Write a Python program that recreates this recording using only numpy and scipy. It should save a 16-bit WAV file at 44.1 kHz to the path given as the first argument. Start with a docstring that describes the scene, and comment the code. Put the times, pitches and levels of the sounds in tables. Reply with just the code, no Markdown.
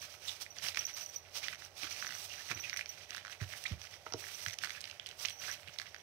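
"""Cat wrestling a feather toy in a mesh pen

A cat fights a feather toy inside a pop-up nylon pen on a carpet, in a quiet room, nearer the right microphone's ear.
Filtered random grains make the fur swish and the cloth crinkle; short decaying tones make the plucked mesh,
a half muffled bell, soft thumps and hoop knocks. Shaped noise makes the room; the left side is much weaker."""
import sys
import numpy as np
from scipy import signal
from scipy.fft import rfft, irfft
from scipy.io import wavfile

SR = 44100
rng = np.random.default_rng(int(sys.argv[2]) if len(sys.argv) > 2 else 0)


def to_wav(s):
    """Save 16-bit WAV."""
    ch = np.atleast_2d(s).T  # columns
    pcm = np.round(np.clip(ch, -1, 1) * 32767)  # PCM
    wavfile.write(sys.argv[1], SR, pcm.astype(np.int16))


N = 265482
TIME = np.arange(N) / SR


def amp(db):
    """Turns decibels into a gain."""
    return 10 ** (np.asarray(db) / 20)


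def unit(x):
    """Scales a sound to an rms of 1."""
    return x / np.sqrt(np.mean(x ** 2) + 1e-20)


def peaked(x):
    """Scales a sound to a peak of 1."""
    return x / (abs(x).max() + 1e-20)


def read(points, hz):
    """Reads a table between its points, on a log-frequency axis."""
    f, value = np.transpose(points)
    return np.interp(np.log(hz + 1), np.log(f + 1), value)


def add(mix, s, sound):
    """Adds a sound into the mix at time s, cut off at the end."""
    part = mix[max(round(s * SR), 0):][:len(sound)]
    part += sound[:len(part)]


def colour(x, points, size=2048):
    """Filters to a given spectrum with no sound ahead of a click, so that clicks keep their sharp front."""
    hz = abs(np.fft.fftfreq(size, 1 / SR))
    log_gain = np.log(amp(np.maximum(read(points, hz), -100)))
    # the Hilbert transform of the log gain gives the minimum phase
    taps = np.fft.ifft(np.exp(np.conj(signal.hilbert(log_gain)))).real
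    return signal.fftconvolve(x, taps[:size // 2])[:len(x)]


def wander(rate_hz, count=N):
    """Smooth random drift of rms 1; changes faster than the rate fade out."""
    hz = np.fft.rfftfreq(count, 1 / SR)
    spectrum = rfft(rng.standard_normal(count)) / (1 + (hz / rate_hz) ** 4)
    return unit(irfft(spectrum, count))


def grains(per_s, spread_db, cap):
    """A random train of tiny slips, most small, a few large."""
    size = amp(spread_db * np.minimum(rng.exponential(1, N), cap))
    sign = rng.choice([-1, 1], N)
    happens = rng.random(N) < per_s / SR
    return unit(size * sign * happens)


def swell(t, rise_s):
    """Rises smoothly to 1 at rise_s, then dies away."""
    u = np.maximum(t, 0) / rise_s
    return u ** 2 * np.exp(2 - 2 * u)


def tail(t60, count=11025):
    """Dense random reflections that die away by 60 dB in t60 seconds; energy 1."""
    taps = rng.standard_normal(count) * 1000 ** (-np.arange(count) / SR / t60)
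    return taps / np.linalg.norm(taps)


# a paw or flank sweeps over the cloth; levels are before the trims in swish, crinkle, bell and room:
# start_s, length_s (at full speed), swish_db (fur), fizz_db (fast sliding), crinkle_db (cloth)
STROKES = [(0.017, 0.036, -52.5, -60.5, -55.5), (0.103, 0.052, -59.5, -67.5, -59.5),
           (0.225, 0.14, -56.5, -66, -59), (0.279, 0.015, -51.5, -57, -67),
           (0.417, 0.011, -49.5, -56.5, -82), (0.565, 0.041, -59.5, -69, -55),
           (0.64, .052, -44.5, -53, -45), (0.772, 0.052, -50, -59.5, -52), (0.886, 0.016, -51, -62, -50),
           (0.971, 0.052, -49, -58.5, -53.5), (1.06, 0.037, -65, -68.5, -69),
           (1.145, 0.0076, -52, -61, -76), (1.355, 0.029, -46, -55.5, -68),
           (1.429, 0.032, -51.5, -63.5, -49.5), (1.482, 0.055, -57, -64.5, -50),
           (1.594, 0.069, -58.5, -69, -58), (1.776, 0.023, -53.5, -62, -65),
           (1.818, 0.047, -48, -59.5, -48.5), (1.902, 0.13, -51, -62, -56), (2.047, .10, -54, -62.5, -49),
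           (2.16, 0.096, -53, -58.5, -58), (2.297, 0.19, -54.5, -64, -57),
           (2.506, 0.0057, -46.5, -58.5, -42), (2.575, 0.022, -57, -66, -51.5),
           (2.644, 0.063, -54, -65.5, -48), (2.774, 0.038, -55.5, -64, -51),
           (2.884, 0.066, -62, -71.5, -59.5), (2.978, 0.064, -59, -70.5, -55.5),
           (3.1, 0.082, -63.5, -69.5, -50), (3.202, 0.036, -65, -81, -63),
           (3.308, 0.021, -57, -65.5, -50.5), (3.414, 0.031, -60.5, -68.5, -50.5),
           (3.492, 0.068, -57.5, -64, -53.5), (3.564, 0.055, -56.5, -62, -59),
           (3.648, 0.081, -58, -69.5, -51.5), (3.797, 0.073, -59, -69.5, -57),
           (3.911, 0.043, -59, -70.5, -55), (4.064, 0.04, -64, -74, -58), (4.182, 0.222, -56, -62, -56),
           (4.405, 0.097, -54.5, -60.5, -53), (4.625, 0.027, -52.5, -63, -48),
           (4.678, 0.096, -58.5, -66, -51.5), (4.782, 0.16, -65, -73.5, -58), (5.013, .025, -76, -92, -59),
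           (5.08, 0.051, -69, -77, -55), (5.193, 0.044, -52.5, -58.5, -59),
           (5.251, 0.059, -57.5, -62.5, -55), (5.413, 0.13, -50.5, -59.5, -51),
           (5.582, 0.062, -72, -72, -58), (5.683, 0.0068, -68, -73, -48), (5.737, 0.0082, -58, -70, -54),
           (5.797, .03, -61, -68, -55.5), (5.867, 0.021, -62.5, -76, -53)]
# between strokes the cat never lies quite still: swish_db, fizz_db, crinkle_db
FIDGET_DB = (-70, -78.5, -65.5)
# a stroke gathers speed before its start and glides to rest after its length (s for a factor of e)
ATTACK_S, RELEASE_S = 0.014, 0.017


def movement(axis):
    """The strokes as a gain over time, above a faint fidgeting; axis 0 is swish, 1 fizz, 2 crinkling."""
    t = TIME[::64]
    power = amp(FIDGET_DB[axis]) ** 2
    for start, length, *db in STROKES:
        gathering = np.minimum(t - start, 0) / ATTACK_S
        gliding = np.maximum(t - start - length, 0) / RELEASE_S
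        power = power + (amp(db[axis]) * np.exp(gathering - gliding)) ** 2
    return np.interp(TIME, t, np.sqrt(power))


# tone of fur on the weave: pitch_hz, relative level_db
SWISH = [(150, -25.5), (300, -16.5), (500, -10.5), (1000, -9), (1700, -10), (2700, -2.5), (3600, -3.5),
         (4700, -1), (5500, 0), (6100, -1), (6450, -4.5), (6900, -17), (9000, -33), (15000, -42)]
# tone of fast sliding: pitch_hz, relative level_db
FIZZ = [(5500, -49), (6800, -4), (8500, 0), (10500, -5), (13000, -4), (15800, -7.5)]


def swish():
    """Fur drags over the weave: thousands of thread slips, under an uneven pressure."""
    pressure = amp(1.6 * wander(rate_hz=35))
    body = unit(colour(grains(per_s=9000, spread_db=5.0, cap=2.5), SWISH))
    fizz = unit(colour(grains(per_s=16000, spread_db=6.0, cap=1.9), FIZZ))
    return pressure * (amp(1.5) * movement(axis=0) * body + amp(3.0) * movement(axis=1) * fizz)


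def pluck(t, hz):
    """A taut patch of mesh swings a few cycles."""
    return swell(t, rise_s=0.0007) * np.sin(2 * np.pi * hz * t)


# tone of creasing cloth, also used in snap: pitch_hz, relative level_db
CRINKLE = [(500, -15), (1100, -9.5), (1600, -0.5), (2000, 7), (2800, 2), (4000, 1.5), (6100, -12),
           (7000, -11.5), (15000, -29)]


def crinkle(count=14):
    """Small creases flip over in clumps as the cloth is pushed about; some pluck a patch of their own pitch."""
    t = np.arange(400) / SR
    flips = unit(colour(grains(per_s=1400, spread_db=4.5, cap=4.6), CRINKLE))
    patches = np.zeros(N)
    for hz in np.geomspace(1500, 3400, count):
        hits = grains(per_s=26, spread_db=6.0, cap=2.2)
        patches += signal.oaconvolve(hits, pluck(t, hz))[:N]
    clumps = amp(2.6 * wander(rate_hz=38))
    return movement(axis=2) * clumps * (amp(-6.0) * flips + amp(-6.5) * unit(patches))


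# tone of a sharp crack, also used in hoop: pitch_hz, relative level_db
CRACK = [(500, -35), (1500, -13.5), (3000, 5), (4500, 10.5), (6200, 10.5), (7000, -12), (9000, -13),
         (11000, -22), (15800, -21)]


def snap(t, noise, pluck_db, hz, crack_db):
    """Cloth strains under a claw, a thread slips off with a crack, and the taut patch swings."""
    slip, shiver = noise
    # the strain builds before time zero and eases more slowly after it
    strain = np.exp(-np.maximum(-t / 0.001, t / 0.003))
    crack = peaked(colour(slip * (swell(t, rise_s=0.00044) + 0.27 * strain), CRACK))
    cloth = peaked(colour(shiver * strain, CRINKLE))
    return amp(pluck_db) * (pluck(t, hz) + amp(-6) * cloth) + amp(crack_db + 4.0) * crack


# a claw catches the mesh and may drag on; the crack is lifted 4 dB in snap:
# start_s, pluck_db, pitch_hz (of the plucked patch), crack_db, drag_s (length of the drag)
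CATCHES = [(0.463, -38.5, 1980, -68, 0), (0.5847, -46, 2600, -34.5, 0), (0.6844, -31, 2770, -28.5, 0),
           (0.746, -33.5, 2380, -33, 0), (0.758, -36, 2300, -38, 0), (0.7718, -21, 2010, -31.5, 0),
           (0.809, -35.5, 2740, -44, .04), (1.483, -28, 1810, -34.5, 0), (1.5289, -39.5, 2010, -42, .035),
           (1.621, -38.5, 1760, -53, 0), (1.8323, -31, 2370, -34, 0), (2.0247, -29.5, 1560, -54, .03),
           (2.067, -31, 1780, -36.5, .06), (2.514, -27, 2360, -35, 0), (2.6961, -35.5, 2160, -34, 0),
           (2.7295, -29, 1950, -45, .04), (2.7704, -34, 2130, -40, 0), (2.7919, -25.5, 2030, -47, .03),
           (2.8582, -39.5, 2240, -40, 0), (3.106, -43, 2630, -34, 0), (3.1473, -33.5, 1610, -38, .045),
           (3.2495, -35, 1630, -44, .06), (3.4138, -36, 1820, -43.5, .035), (3.536, -35.5, 1950, -62, 0),
           (3.6377, -42, 2400, -46, 0), (3.8155, -42, 2370, -40.5, .04), (3.9388, -42, 1980, -48, 0),
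           (4.2401, -36, 1830, -59, .06), (4.4621, -27, 1740, -34.5, 0), (4.4829, -35, 2090, -34.5, .075),
           (4.587, -38, 2830, -32, .02), (4.6364, -25.5, 1780, -39, 0), (4.6453, -31.5, 1790, -34, .05),
           (4.7045, -32, 2110, -37, 0), (4.8407, -37, 3000, -36, .08), (4.9968, -33.5, 3340, -44, 0),
           (5.0609, -36, 3120, -40, .06), (5.25, -27, 2480, -28.5, 0), (5.2554, -29, 2800, -28, 0),
           (5.2844, -30.5, 3260, -40, .03), (5.7861, -33, 3300, -31, 0), (5.7981, -32.5, 1750, -37.5, .025),
           (5.9449, -36.5, 1800, -44, .025)]
# a dragging claw slips at uneven gaps, mostly more softly than its first catch
SLIP_GAP_S, SLIP_DB, SLIP_SPREAD_DB, SLIP_SPREAD_OCTAVES = 0.016, -5, -0.66, 0.11


def snaps(count=5):
    """Each catch snaps once, then may snap again, up to count times, while the claw drags."""
    lead_s = 0.006  # room for the strain ahead of the snap
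    out, t = np.zeros(N), np.arange(1800) / SR - lead_s
    for s, pluck_db, hz, crack_db, drag_s in CATCHES:
        start = s - lead_s + 0.0005
        first, *later = rng.standard_normal((count + 1, 2, len(t)))
        add(out, start, snap(t, first, pluck_db, hz, crack_db))
        delays = SLIP_GAP_S * np.cumsum(0.5 + rng.random(count))
        chance = rng.standard_normal((count, 2))
        for delay, noise, (force, patch) in zip(delays, later, chance):
            if delay < drag_s:
                slip_hz = hz * 2 ** (SLIP_SPREAD_OCTAVES * patch)
                slip = snap(t, noise, pluck_db, slip_hz, crack_db)
                add(out, start + delay, amp(SLIP_DB + SLIP_SPREAD_DB * force) * slip)
    return out


# stiff nylon gives dry, bright ticks: start_s (the tick begins 1.5 ms later), peak level_db
TICKS = [(2.7607, -36), (2.7705, -28), (3.1622, -33.5), (3.6376, -33.5), (4.5334, -34.5), (4.584, -35),
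         (4.645, -30.5), (4.805, -35), (4.8114, -35), (5.0651, -33.5), (5.0866, -41), (5.283, -36),
         (5.2953, -35), (5.785, -48)]
# tone of a tick: pitch_hz, relative level_db
TICK = [(1000, -8), (3000, 5), (6000, 11.5), (7000, 0), (8800, 6), (11000, -4.5), (15800, -8)]


def ticks():
    """A stiff crease buckles: a burst of noise that peaks after about a millisecond."""
    out, t = np.zeros(N), np.arange(600) / SR
    for s, db in TICKS:
        buckle = rng.standard_normal(len(t)) * swell(t, rise_s=0.0011)
        add(out, s + 0.0015, amp(db) * peaked(colour(buckle, TICK)))
    return out


# a claw zips along the weave:
# start_s, length_s, rms level_db, start_hz and end_hz (threads crossed per second)
ZIPS = [(0.271, 0.035, -42, 4200, 3096), (1.428, 0.027, -48.5, 1777, 2890),
        (2.282, 0.066, -54.5, 2500, 3100), (2.379, 0.047, -56.5, 1436, 2180),
        (2.63, 0.038, -47, 2685, 2420), (3.652, 0.015, -39, 1744, 2670), (3.658, 0.0164, -44.5, 3156, 4000),
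        (4.732, 0.045, -56, 2600, 2340), (4.768, 0.02, -54.5, 2110, 1360), (5.463, 0.066, -50, 1546, 2013)]


def zips():
    """A claw ticks over thread after thread, unevenly, at a rate that follows its speed."""
    out = np.zeros(N)
    for s, length, db, start_hz, end_hz in ZIPS:
        count = int(length * SR)
        jitter = wander(rate_hz=900, count=8192)[:count]
        pressure = wander(rate_hz=360, count=8192)[:count]
        rate_hz = np.geomspace(start_hz, end_hz, count) * (1 + 0.112 * jitter)
        turn = 2 * np.pi * np.cumsum(rate_hz) / SR
        threads = (np.sin(turn) + 0.16 * np.sin(2 * turn)) * amp(3.0 * pressure)
        add(out, s, amp(db) * unit(threads * np.hanning(count)))
    return out


# ringing tones of the bell's shell: pitch_hz, relative level_db (both vary a little per strike)
BELL = [(5890, -6.5), (5975, -13.5), (13820, -43), (14255, -21.5)]


def chink(t60):
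    """One strike of the bell's shell, whose close pairs of modes beat."""
    t = np.arange(SR // 5) / SR
    chance = rng.standard_normal((len(BELL), 2))
    ring = np.zeros(len(t))
    for (hz, db), (level, tuning) in zip(BELL, chance):
        ring += amp(db + 2 * level) * np.sin(2 * np.pi * hz * (1 + 0.0015 * tuning) * t)
    return peaked(ring * (1 - np.exp(-t / 0.0024)) * 1000 ** (-t / t60))


# the pellet strikes the bell: start_s, level_db (peak, before a 0.5 dB cut),
# t60_s (time to fade by 60 dB, short when fur presses on the bell)
CHINKS = [(0.504, -46.5, .07), (0.791, -28, 0.031), (0.851, -29.5, 0.032), (0.866, -31, 0.014),
          (0.938, -38.5, 0.081), (1.008, -39, .08), (1.029, -38, 0.054), (1.061, -35, 0.013),
          (1.09, -44, 0.068), (1.16, -32, 0.036), (2.016, -40, 0.033), (2.144, -44, 0.062),
          (2.547, -39, 0.062), (2.599, -37.5, 0.076), (2.734, -39, 0.033), (2.772, -36.5, 0.034),
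          (2.891, -35.5, 0.056), (4.345, -39, 0.052), (4.522, -44, 0.048), (5.322, -47.5, 0.18),
          (5.366, -51, 0.12), (5.393, -45, 0.072)]


def bell():
    """The pellet strikes the shell now and then, and rolls faintly in it whenever the cat moves."""
    rolls = grains(per_s=100, spread_db=4.0, cap=4.8) * movement(axis=0)
    rolling = signal.fftconvolve(rolls, chink(t60=0.01))[:N]
    out = amp(-61) * unit(rolling)
    for s, db, t60 in CHINKS:
        add(out, s, amp(db - 0.5) * chink(t60))
    return out


# soft thumps on the floor:
# start_s, peak level_db, pitch_hz (where it settles), puff_db (peak of the squashed cloth)
THUMPS = [(1.826, -54, 91, -46.5), (2.503, -46.5, 99, -41.5), (2.554, -48, 80, -52),
          (3.413, -32.5, 89, -47.5), (3.707, -45.5, 157, -50), (3.715, -31.5, 73, -51),
          (4.139, -44.5, 90, -54), (4.468, -45.5, 90.4, -69)]


def thumps():
    """A padded weight lands: a puff of cloth, then a few low cycles that sag in pitch."""
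    out, t = np.zeros(N), np.arange(SR // 4) / SR
    puff_tone = [(50, -14), (150, -19.5), (320, -2.0), (550, -11.5), (1500, -17), (4000, -64)]
    for s, db, hz, puff_db in THUMPS:
        turns = hz * np.cumsum(1 + 0.39 * np.exp(-t / 0.017)) / SR
        shape = swell(t, rise_s=0.0076) + 0.17 * swell(t, rise_s=0.027)
        thump = peaked(shape * np.sin(2 * np.pi * turns))
        puff = colour(rng.standard_normal(len(t)) * swell(t, rise_s=0.012), puff_tone)
        add(out, s, amp(db) * thump + amp(puff_db) * peaked(puff))
    return out


# knocks on the sprung hoop:
# start_s, peak level_db, blow_hz (hardness: the pitch the blow excites most), crack_db (peak, of its sleeve)
KNOCKS = [(4.065, -33.5, 1290, -50), (4.1229, -36, 1500, -31.5), (4.1362, -38, 1300, -25),
          (4.141, -32.5, 396, -60)]
# ringing tones of the hoop in its sleeve: pitch_hz, relative level_db, t60_s (time to fade by 60 dB)
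HOOP = [(294, -4, 0.074), (365, -1.5, 0.041), (461, -1, 0.085), (627, -6, 0.061), (830, 2.5, 0.012),
        (990, 4, 0.011), (1260, 0, 0.014), (1405, 1, 0.014), (2040, 1, 0.014)]


def hoop():
    """A hard knock wakes the hoop's upper modes, a soft one its lower modes; the sleeve cracks against it."""
    out, t = np.zeros(N), np.arange(SR // 5) / SR
    for s, db, blow_hz, crack_db in KNOCKS:
        ring = np.zeros(len(t))
        for hz, mode_db, t60 in HOOP:
            # modes lose 9.9 dB per octave away from the blow
            level = rng.choice([-1, 1]) * amp(mode_db - 9.9 * abs(np.log2(hz / blow_hz)))
            ring += level * np.sin(2 * np.pi * hz * t) * 1000 ** (-t / t60)
        crack = colour(rng.standard_normal(len(t)) * swell(t, rise_s=0.00068), CRACK)
        add(out, s, amp(db) * peaked(ring) + amp(crack_db) * peaked(crack))
    return out


# tone of the room noise: pitch_hz, relative level_db
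ROOM = [(25, -28), (45, 13.5), (90, -3), (135, 9), (190, -0.5), (260, -4.5), (400, 6.5), (600, 8.5),
        (800, 7.5), (1300, -1.5), (2500, -3), (5800, -23), (7000, -68), (15500, -19.5)]
# faint steady tones in the room: pitch_hz, width_hz, rms level_db
DRONE = [(90, 27, -70), (585, 45, -76), (803, 30, -75)]


def room():
    """Steady room noise with a few blurred tones, and a low rumble as the pen shifts under the cat."""
    hz = np.fft.rfftfreq(N, 1 / SR)
    air = unit(irfft(rfft(rng.standard_normal(N)) * amp(read(ROOM, hz)), N))
    tones = np.zeros(N)
    for f, width, db in DRONE:
        # slow random drift of two quarter-turned waves blurs the pitch
        turn = 2 * np.pi * f * TIME
        blurred = wander(width / 2) * np.sin(turn) + wander(width / 2) * np.cos(turn)
        tones += amp(db) * unit(blurred)
    rumble_tone = [(35, -19.0), (70, -19), (110, 8.5), (220, -5.0), (400, -13.0), (900, -12.5), (3000, -90)]
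    rumble = unit(colour(rng.standard_normal(N), rumble_tone))
    return amp(-65.5) * air + tones + amp(-19.0) * movement(axis=2) * rumble


# the weak left microphone: pitch_hz, level_db (left minus right)
LEFT = [(60, -9), (200, -10.5), (380, -4.5), (700, -0.5), (1290, -14.5), (2380, -17.5), (4400, -20),
        (6000, -26.5), (8100, -12.5), (15000, -17.5)]
# likeness of the two microphones: pitch_hz, likeness (0 to 1)
SAME = [(60, .93), (130, .95), (290, .87), (640, .7), (1400, .55), (3100, .4), (6800, .2), (15000, .1)]


def scene():
    """The pen and its faint room echo reach the right microphone clearly, the left one dull and scattered."""
    pen = swish() + crinkle() + snaps() + ticks() + zips() + bell() + thumps() + hoop()
    echo = signal.fftconvolve(pen, tail(t60=0.26))[:N]
    right = rfft(pen + amp(-11.5) * echo + room())
    hz = np.fft.rfftfreq(N, 1 / SR)
    same = np.clip(read(SAME, hz), 0, 1)
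    # the left port lies a little farther from the pen: 3 samples of delay
    direct = np.exp(-2j * np.pi * hz * 3 / SR)
    scattered = rfft(tail(t60=0.16), N)
    balance = amp(read(LEFT, hz))
    left = right * balance * (same * direct + np.sqrt(1 - same ** 2) * scattered)
    # lifts both sides to make up for the weak left in their average
    return irfft(np.array([left, right]) * 2 / (1 + same * balance), N)


def record(dry):
    """The recorder's low cut at 55 Hz and its band limit at 15800 Hz."""
    low_cut = signal.butter(4, 55, "highpass", fs=SR, output="sos")
    band_limit = signal.firwin(511, 15800, window=("kaiser", 9), fs=SR)
    return signal.oaconvolve(signal.sosfilt(low_cut, dry), band_limit[None], "same")


dry = scene()
out = record(dry)
to_wav(out)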